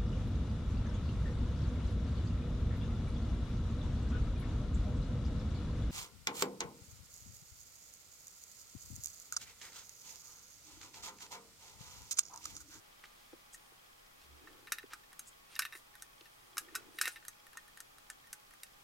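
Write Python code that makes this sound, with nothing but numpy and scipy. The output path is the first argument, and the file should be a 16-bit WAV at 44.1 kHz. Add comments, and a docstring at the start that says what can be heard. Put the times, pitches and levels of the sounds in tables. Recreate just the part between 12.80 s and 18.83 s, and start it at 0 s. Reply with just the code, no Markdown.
"""In a quiet room, a finger nudges the open brass movement (the works) of an old wind-up alarm clock.
Gear teeth snap free, loose wheels rattle, and the escapement ticks unevenly as the balance wheel swings.
Each blow makes the brass frame ring, and the fine hairspring sings when brushed. Fingers bump and rub
the case. A nearby wall echoes it all, and a camcorder's motor whirs faintly underneath."""
import sys
import numpy as np
from scipy import signal
from scipy.fft import rfft, irfft, next_fast_len
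from scipy.io import wavfile

SR = 44100
rng = np.random.default_rng(int(sys.argv[2]) if len(sys.argv) > 2 else 0)


def wav_out(sig):
    """Save sig, one row per channel (or a flat mono array), as 16-bit PCM at SR to the path in sys.argv[1]."""
    wavfile.write(sys.argv[1], SR, np.round(np.clip(np.atleast_2d(sig).T, -1, 1) * 32767).astype(np.int16))


N = 265923
TIME = np.arange(N) / SR
RING = TIME[:8192]  # the time one blow is given to ring out
ATTACK = SR // 100  # a blow's loudness is set over its first 10 ms

# teeth snapping free: t/s, level/dB, brightness/dB
TOOTH_SNAPS = [(1.9205, -38, 2.5), (2.1335, -46, -7.5), (2.7912, -34.5, 1), (3.7695, -44.5, -7),
               (3.7799, -42.5, 7.5), (3.9517, -42.5, 2.5), (3.958, -44, 0.5), (4.2128, -33.5, 0.5),
               (4.2203, -58, 17), (4.2772, -42.5, 1.5)]
# a snap's tone, in four bands from low to high: level/dB
SNAP_TONE = [0, -5, -4, -2]
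def gear_teeth():
    """A pushed tooth slips free and hits the brass with a sharp crack."""
    return brass_frame(TOOTH_SNAPS, "snap", SNAP_TONE, contact_s=.003, crack_db=11, crack_t60=.0074,
                       weak_db=8.5, weak_t60=.072, scatter_db=3, skip=.56)


# wheels knocking: t/s, level/dB, brightness/dB, change per bounce/dB
WHEEL_KNOCKS = [(1.673, -53, -20, -9), (1.8712, -54.5, -1, -6), (1.9215, -50, 13.5, -5.5),
                (1.9843, -48, 4, -12), (2.0294, -58, -11, -18), (2.235, -66.5, 0, -13),
                (2.319, -64, -17, -18), (2.762, -51, 7, -19), (2.8207, -43.5, 5, -7.5),
                (2.8513, -44, 3.5, -6.5), (2.924, -52.5, 0.5, -2), (2.9518, -50.5, -8, -7),
                (3.141, -65, -12, -9), (3.456, -64, 5.5, -8), (3.883, -58, -23, -22),
                (3.9472, -51, -10, -15), (4.1862, -45, 7, -24), (4.2355, -46.5, -3, -2),
                (4.2552, -42.5, 8.5, -10), (4.2722, -40.5, -3, -7), (4.3593, -53, -0.5, -4),
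                (4.426, -62, -12, -18), (5.441, -64.5, -10, -15), (5.833, -62.5, 19.5, -24)]
# a knock's tone, in four bands from low to high: level/dB
KNOCK_TONE = [-0.5, -2.5, -25.5, -10]
def loose_wheels():
    """Wheels with room to wobble knock and bounce, which makes a rattle."""
    return brass_frame(bouncing(WHEEL_KNOCKS), "rattle", KNOCK_TONE, contact_s=.0013, crack_db=5,
                       crack_t60=.0049, weak_db=1.5, weak_t60=.045, scatter_db=2, skip=.3)


# the pallet, a small catch, landing on a tooth: t/s, level/dB, brightness/dB
PALLET_TICKS = [(0.7446, -58.5, -1.5), (2.3928, -58.5, 8.5), (3.2218, -56.5, 2.5), (4.4818, -55, 5),
                (4.7715, -47, -11.5), (5.003, -55, -0.5), (5.3003, -49, -6), (5.5291, -54.5, 4.5),
                (5.833, -59, 3)]
# the balance wheel's pin brushing the fork that rocks the pallet: t/s, level/dB
PIN_BRUSHES = [(2.3293, -60), (3.153, -58.5), (4.4506, -57), (4.6668, -61), (4.731, -63), (4.8791, -64),
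               (4.973, -56.5), (5.183, -62.5), (5.4713, -65.5), (5.7073, -64.5), (5.737, -63)]
# the tones of tick and pin, each in four bands from low to high: level/dB
TICK_TONE = [-0.5, -4.5, 1, 3.5]
PIN_TONE = [-0.5, -6, -17, -1.5]
def escapement(bounce_db=-15):
    """The ticking part: a catch lands on a toothed wheel and rebounds; a pin taps between beats."""
    light = dict(contact_s=.002, crack_db=11.5, crack_t60=.0068,
                 weak_db=1.5, weak_t60=.068, scatter_db=5, skip=.95)
    landings = bouncing([(*tick, bounce_db) for tick in PALLET_TICKS])
    ticks = brass_frame(landings, "tick", TICK_TONE, **light)
    pin = brass_frame([(s, db, 0) for s, db in PIN_BRUSHES], "tick", PIN_TONE, **light)
    return ticks + pin


# the notes the frame rings at: f/Hz, ring time/s, snap level/dB, rattle level/dB, tick level/dB
FRAME_NOTES = [(1130, 0.049, -15, -21, -17), (1249, 0.06, 0, -14, -12), (1383, 0.038, 4.5, -35, -3),
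               (1501, 0.059, 3.5, -9, -1.5), (1653, 0.077, -2.5, -23, -7.5), (1800, 0.059, -21, 3, -0.5),
               (1850, 0.06, -3.5, -2, 1.5), (2070, 0.015, -22, 4, -26), (2338, 0.035, -1, -10, -16.5),
               (2566, 0.1, -7, -10, -26), (2740, 0.044, -9, -4, -10.5), (2837, 0.043, -1, -13, -11),
               (3780, 0.028, -2, 0, -6.5), (3924, 0.033, 5.5, -3.5, -6.5), (4900, 0.028, -19, -38, -32),
               (5230, 0.031, 10.5, -5, -21), (5690, 0.017, 4, 8.5, -2), (6420, 0.044, -8, -37, 5),
               (6670, 0.035, -15, -40, 1), (7640, 0.068, -11, -34, -1), (7980, 0.027, -24, -10, -23),
               (8930, 0.045, -23, -19, -6), (9300, 0.019, 6, -14, 3), (11600, 0.031, 3.5, -3, -9),
               (12000, 0.019, -1, -1, -14)]
# the many weaker notes between them, played as noise: f/Hz, level/dB
WEAK_NOTES = [(200, -49), (550, -27), (950, -12), (1350, 10.5), (2200, -0.5), (3200, -6), (4000, -1.5),
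              (6000, 8.5), (9000, 3.5), (12200, -2), (14000, -7.5), (16500, -20)]
# a sharper blow lifts the upper bands; four bands from low to high: share of the brightness
BRIGHTNESS_SHARE = [0, .6, .7, 1]
def brass_frame(blows, kind, tone_db, contact_s, crack_db, crack_t60, weak_db, weak_t60, scatter_db, skip):
    """Each blow rings the frame. Each kind lands in its own place, so it favours different notes."""
    hz, t60, snap_db, rattle_db, tick_db = np.transpose(FRAME_NOTES)
    note_db = {"snap": snap_db, "rattle": rattle_db, "tick": tick_db}[kind]
    decays = np.array([fade(t) for t in t60])
    contact = int(contact_s * SR)
    out = np.zeros(N)
    for s, level_db, bright_db in blows:
        # no two blows hit quite the same spot, and the load on the axles detunes the notes a little
        spot, detune, phase = rng.standard_normal(size=(3, len(hz)))
        cycles = np.outer(hz * (1 + .0095 * detune), RING) + phase[:, None]
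        body = undb(note_db + scatter_db * spot) @ (decays * np.sin(2 * np.pi * cycles))
        body += undb(weak_db) * fade(weak_t60) * coloured(WEAK_NOTES, len(RING))
        # the part touches, then skips three times before it settles
        ring = body.copy()
        for when, force in rng.random(size=(3, 2)):
            lag = int(when * contact) + 1
            ring[lag:] += skip * (force - .5) * body[:-lag]
        # metal grinds on metal for as long as the contact lasts
        grind = np.minimum(fade(crack_t60) / fade(crack_t60)[contact], 1)
        crack = undb(crack_db) * grind * coloured(WEAK_NOTES, len(RING))
        click = (ring + crack) * (1 - np.exp(-RING / .00041))
        band_db = level_db + np.array(tone_db) + bright_db * np.array(BRIGHTNESS_SHARE)
        add(out, s, sum(at_level(band, db) for band, db in zip(bands(click), band_db)))
    return out


# fingertips and nails bumping the case and frame: t/s, f/Hz, level/dB
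FINGER_BUMPS = [(.239, 1700, -52.5), (.529, 420, -55), (.920, 460, -70), (2.038, 338, -57.5),
                (2.7535, 5170, -50), (2.950, 486, -64), (3.409, 370, -67.5), (3.409, 3180, -57),
                (4.275, 670, -51.5), (4.753, 950, -60)]
def fingers(soft_hz=382, lowest_hz=170):
    """Soft bumps die quickly in the held case; harder, higher ones are noisier and shorter still."""
    out = np.zeros(N)
    for s, hz, db in FINGER_BUMPS:
        hardness = hz / soft_hz
        noise = band_noise(hz, 304 * hardness ** .94, len(RING))
        bump = noise * fade(.045 / hardness ** .36) * (1 - np.exp(-RING / .00032))
        add(out, s, at_level(bump, db))
    # keep the bumps light, with no low rumble
    return signal.sosfilt(signal.butter(2, lowest_hz, "high", fs=SR, output="sos"), out)


# skin rubbing the case: middle t/s, half length/s, level/dB
SKIN_RUBS = [(1.71, .17, -69.5), (3.99, 0.2, -67.5)]
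# a nail skidding on brass: middle t/s, level/dB
NAIL_SKIDS = [(0.744, -52.5), (2.481, -53)]
# scraping as the gears are pushed, by teeth and axles except the first, a nail on brass: middle t/s, half
# length/s, level/dB, f/Hz
GEAR_SCRAPES = [(.252, 0.019, -59.5, 1780), (1.426, 0.027, -64.5, 2930), (2.129, 0.018, -53, 1330),
                (2.74, 0.043, -59.5, 2060), (2.844, .03, -62, 5000), (2.968, 0.023, -57, 8600),
                (4.26, 0.062, -53, 4200)]
def sliding():
    """Skin, nail and metal catch and slip as they slide; the case booms softly as the grip shifts."""
    catch_and_slip = unit(undb(2 * band_noise(40, 130)))
    rub_level = sum(swell(*rub) for rub in SKIN_RUBS)
    skin = rub_level * (band_noise(300, 600) + undb(-.5) * band_noise(1250, 3100))
    # a faint, high hiss swells and fades at the start
    opening_hiss = swell(.38, half_s=.44, db=-72) * band_noise(3500, 5400)
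    nail = sum(swell(s, half_s=.012, db=db) for s, db in NAIL_SKIDS) * band_noise(7600, 3100)
    metal = sum(swell(s, half_s, db) * band_noise(hz, 2.2 * hz) for s, half_s, db, hz in GEAR_SCRAPES)
    lowest_case_note = unit(np.sin(2 * np.pi * 71.2 * TIME))
    boom = swell(1.53, half_s=.067, db=-68) * lowest_case_note
    return catch_and_slip * (skin + opening_hiss + nail + metal) + boom


# the fine spring being brushed: middle t/s, half length/s, level/dB, f/Hz
SPRING_BRUSHES = [(.85, 0.099, -77, 9020), (2.74, 0.035, -69, 9020), (2.96, 0.042, -68, 9100),
                  (3.55, 0.23, -78.5, 9020), (3.815, .04, -69, 12400), (4.173, 0.033, -67.5, 9000),
                  (4.333, 0.017, -58.5, 8970)]
def hairspring():
    """The spring sings a thin note, and its coils hiss as they brush each other."""
    coil_hiss = undb(-4) * band_noise(9700, 2500)
    return sum(swell(s, half_s, db) * (band_noise(hz, width_hz=200) + coil_hiss)
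               for s, half_s, db, hz in SPRING_BRUSHES)


def room(x, wall_db, wall_t60, tail_db, tail_t60):
    """The wall behind the clock echoes at once, differently at each ear; the room follows faintly."""
    wall_tone = [(300, 39), (2000, -6.5), (5000, -8), (10000, 2), (16000, -25)]  # f/Hz, level/dB
    tail_tone = [(300, 5), (3000, 3.5), (8000, 0), (16000, -4)]
    ears = []
    for _ in range(2):
        wall = coloured(wall_tone, len(RING)) * fade(wall_t60) * (RING > .001)
        tail = coloured(tail_tone, len(RING)) * fade(tail_t60) * (RING > .008)
        echo = undb(wall_db) * wall / np.linalg.norm(wall) + undb(tail_db) * tail / np.linalg.norm(tail)
        ears.append(x + signal.fftconvolve(x, echo)[:N])
    return np.array(ears)


# the tone of the hiss and rumble: f/Hz, level/dB
HISS_TONE = [(15, -2.5), (37, 3), (60, -9), (100, -9), (150, -8), (250, -10.5), (550, -12), (900, -11),
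             (1130, -8), (1500, -11), (3200, -14.5), (5000, -15.5), (8000, -17.5), (16000, -19)]
# how alike left and right are: f/Hz, likeness (1 is the same, -1 is opposite)
EAR_LIKENESS = [(30, .98), (70, 1), (150, 0.6), (500, -0.71), (1100, -0.46), (3000, -0.47), (12000, 0.64)]
def hiss(level_db=-64.5):
    """Steady microphone hiss and room rumble, partly shared by left and right."""
    alike = np.clip(on_log_axis(EAR_LIKENESS, N), -.99, .99)
    side = irfft(rfft(coloured(HISS_TONE, N)) * np.sqrt((1 - alike) / (1 + alike)), N)
    middle = coloured(HISS_TONE, N)
    return undb(level_db) * np.array([middle + side, middle - side])


# the motor's whining notes: f/Hz, level/dB
MOTOR_NOTES = [(120, -85), (770, -85), (840, -80), (1115, -83), (1195, -81.5), (1260, -87.5), (1965, -87),
               (2519, -85.5)]
# the four beats in each turn of the drive: level/dB
TURN_BEATS = [-65.5, -80, -76, -70]
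def camcorder(beat_hz=59.94, scatter_db=2):
    """The motor whines and wavers; its drive turns about 15 times a second, ticking in the housing."""
    whine = sum(undb(db) * band_noise(hz, width_hz=12.2) for hz, db in MOTOR_NOTES)
    beat, phase = np.divmod((TIME - .1945) * beat_hz, 1)
    beat = beat.astype(int)
    beat_db = np.take(TURN_BEATS, beat, mode="wrap") + scatter_db * rng.standard_normal(size=512)[beat]
    housing = band_noise(3260, 290) + .5 * band_noise(2290, 130) + .74 * band_noise(5050, 1800)
    return whine + undb(beat_db) * np.exp(-phase / .31) * housing


def bouncing(knocks, gap_s=.0068, shrink=.8):
    """Follow every knock with two bounces, the second after a shorter gap."""
    lags = np.cumsum([0, gap_s, gap_s * shrink])
    return [(s + lag, db + k * bounce_db, bright_db)
            for s, db, bright_db, bounce_db in knocks for k, lag in enumerate(lags)]


def bands(x, edges_hz=(2200, 4500, 8500)):
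    """Split a sound into four bands, from low to high."""
    filters = [signal.butter(4, hz, fs=SR, output="sos") for hz in edges_hz]
    below = [signal.sosfiltfilt(lowpass, x, padtype=None) for lowpass in filters]
    return np.diff([0 * x, *below, x], axis=0)


def band_noise(hz, width_hz, size=N):
    """Noise around one pitch: the narrower it is, the more it sounds like a note."""
    padded = next_fast_len(size, True)
    f = np.fft.rfftfreq(padded, 1 / SR) + 1
    gain = 1 / (1 + ((f - hz ** 2 / f) / width_hz) ** 2)
    return unit(irfft(rfft(rng.standard_normal(padded)) * gain, padded)[:size])


def coloured(points, size):
    """Noise whose tone follows (f/Hz, level/dB) points."""
    return unit(irfft(rfft(rng.standard_normal(size)) * undb(on_log_axis(points, size)), size))


def on_log_axis(points, size):
    """Join (f/Hz, value) points into a curve over all frequencies."""
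    hz, value = np.transpose(points)
    return np.interp(np.log(np.fft.rfftfreq(size, 1 / SR) + 1), np.log(hz), value)


def swell(s, half_s, db):
    """A smooth rise and fall that peaks at time s."""
    return undb(db) / np.cosh(np.clip(1.53 * (TIME - s) / half_s, -50, 50))


def fade(t60):
    """Die away by 60 dB in t60 seconds."""
    return np.exp(-np.log(1000) * RING / t60)


def at_level(x, db):
    """Scale a blow so that its start has the given level."""
    return undb(db) * x / np.std(x[:ATTACK])


def add(out, s, x):
    """Mix x into out from time s on."""
    i = int(s * SR)
    out[i:i + len(x)] += x[:max(N - i, 0)]


def undb(db):
    """Turn decibels into a multiplier."""
    return 10 ** (np.asarray(db) / 20)


def unit(x):
    """Scale to an average strength (rms) of 1."""
    return x / np.sqrt(np.mean(x ** 2))


def scene():
    """The handled clock near a wall, over faint hiss and the camcorder's motor."""
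    clock = gear_teeth() + loose_wheels() + escapement() + hairspring() + fingers() + sliding()
    return room(clock, wall_db=-10.5, wall_t60=.023, tail_db=-18.5, tail_t60=.21) + hiss() + camcorder()


def record(dry):
    """Cut the highest treble, above 16000 Hz."""
    return signal.sosfilt(signal.ellip(10, .2, 70, 16000, fs=SR, output="sos"), dry)


dry = scene()
out = record(dry)
wav_out(out)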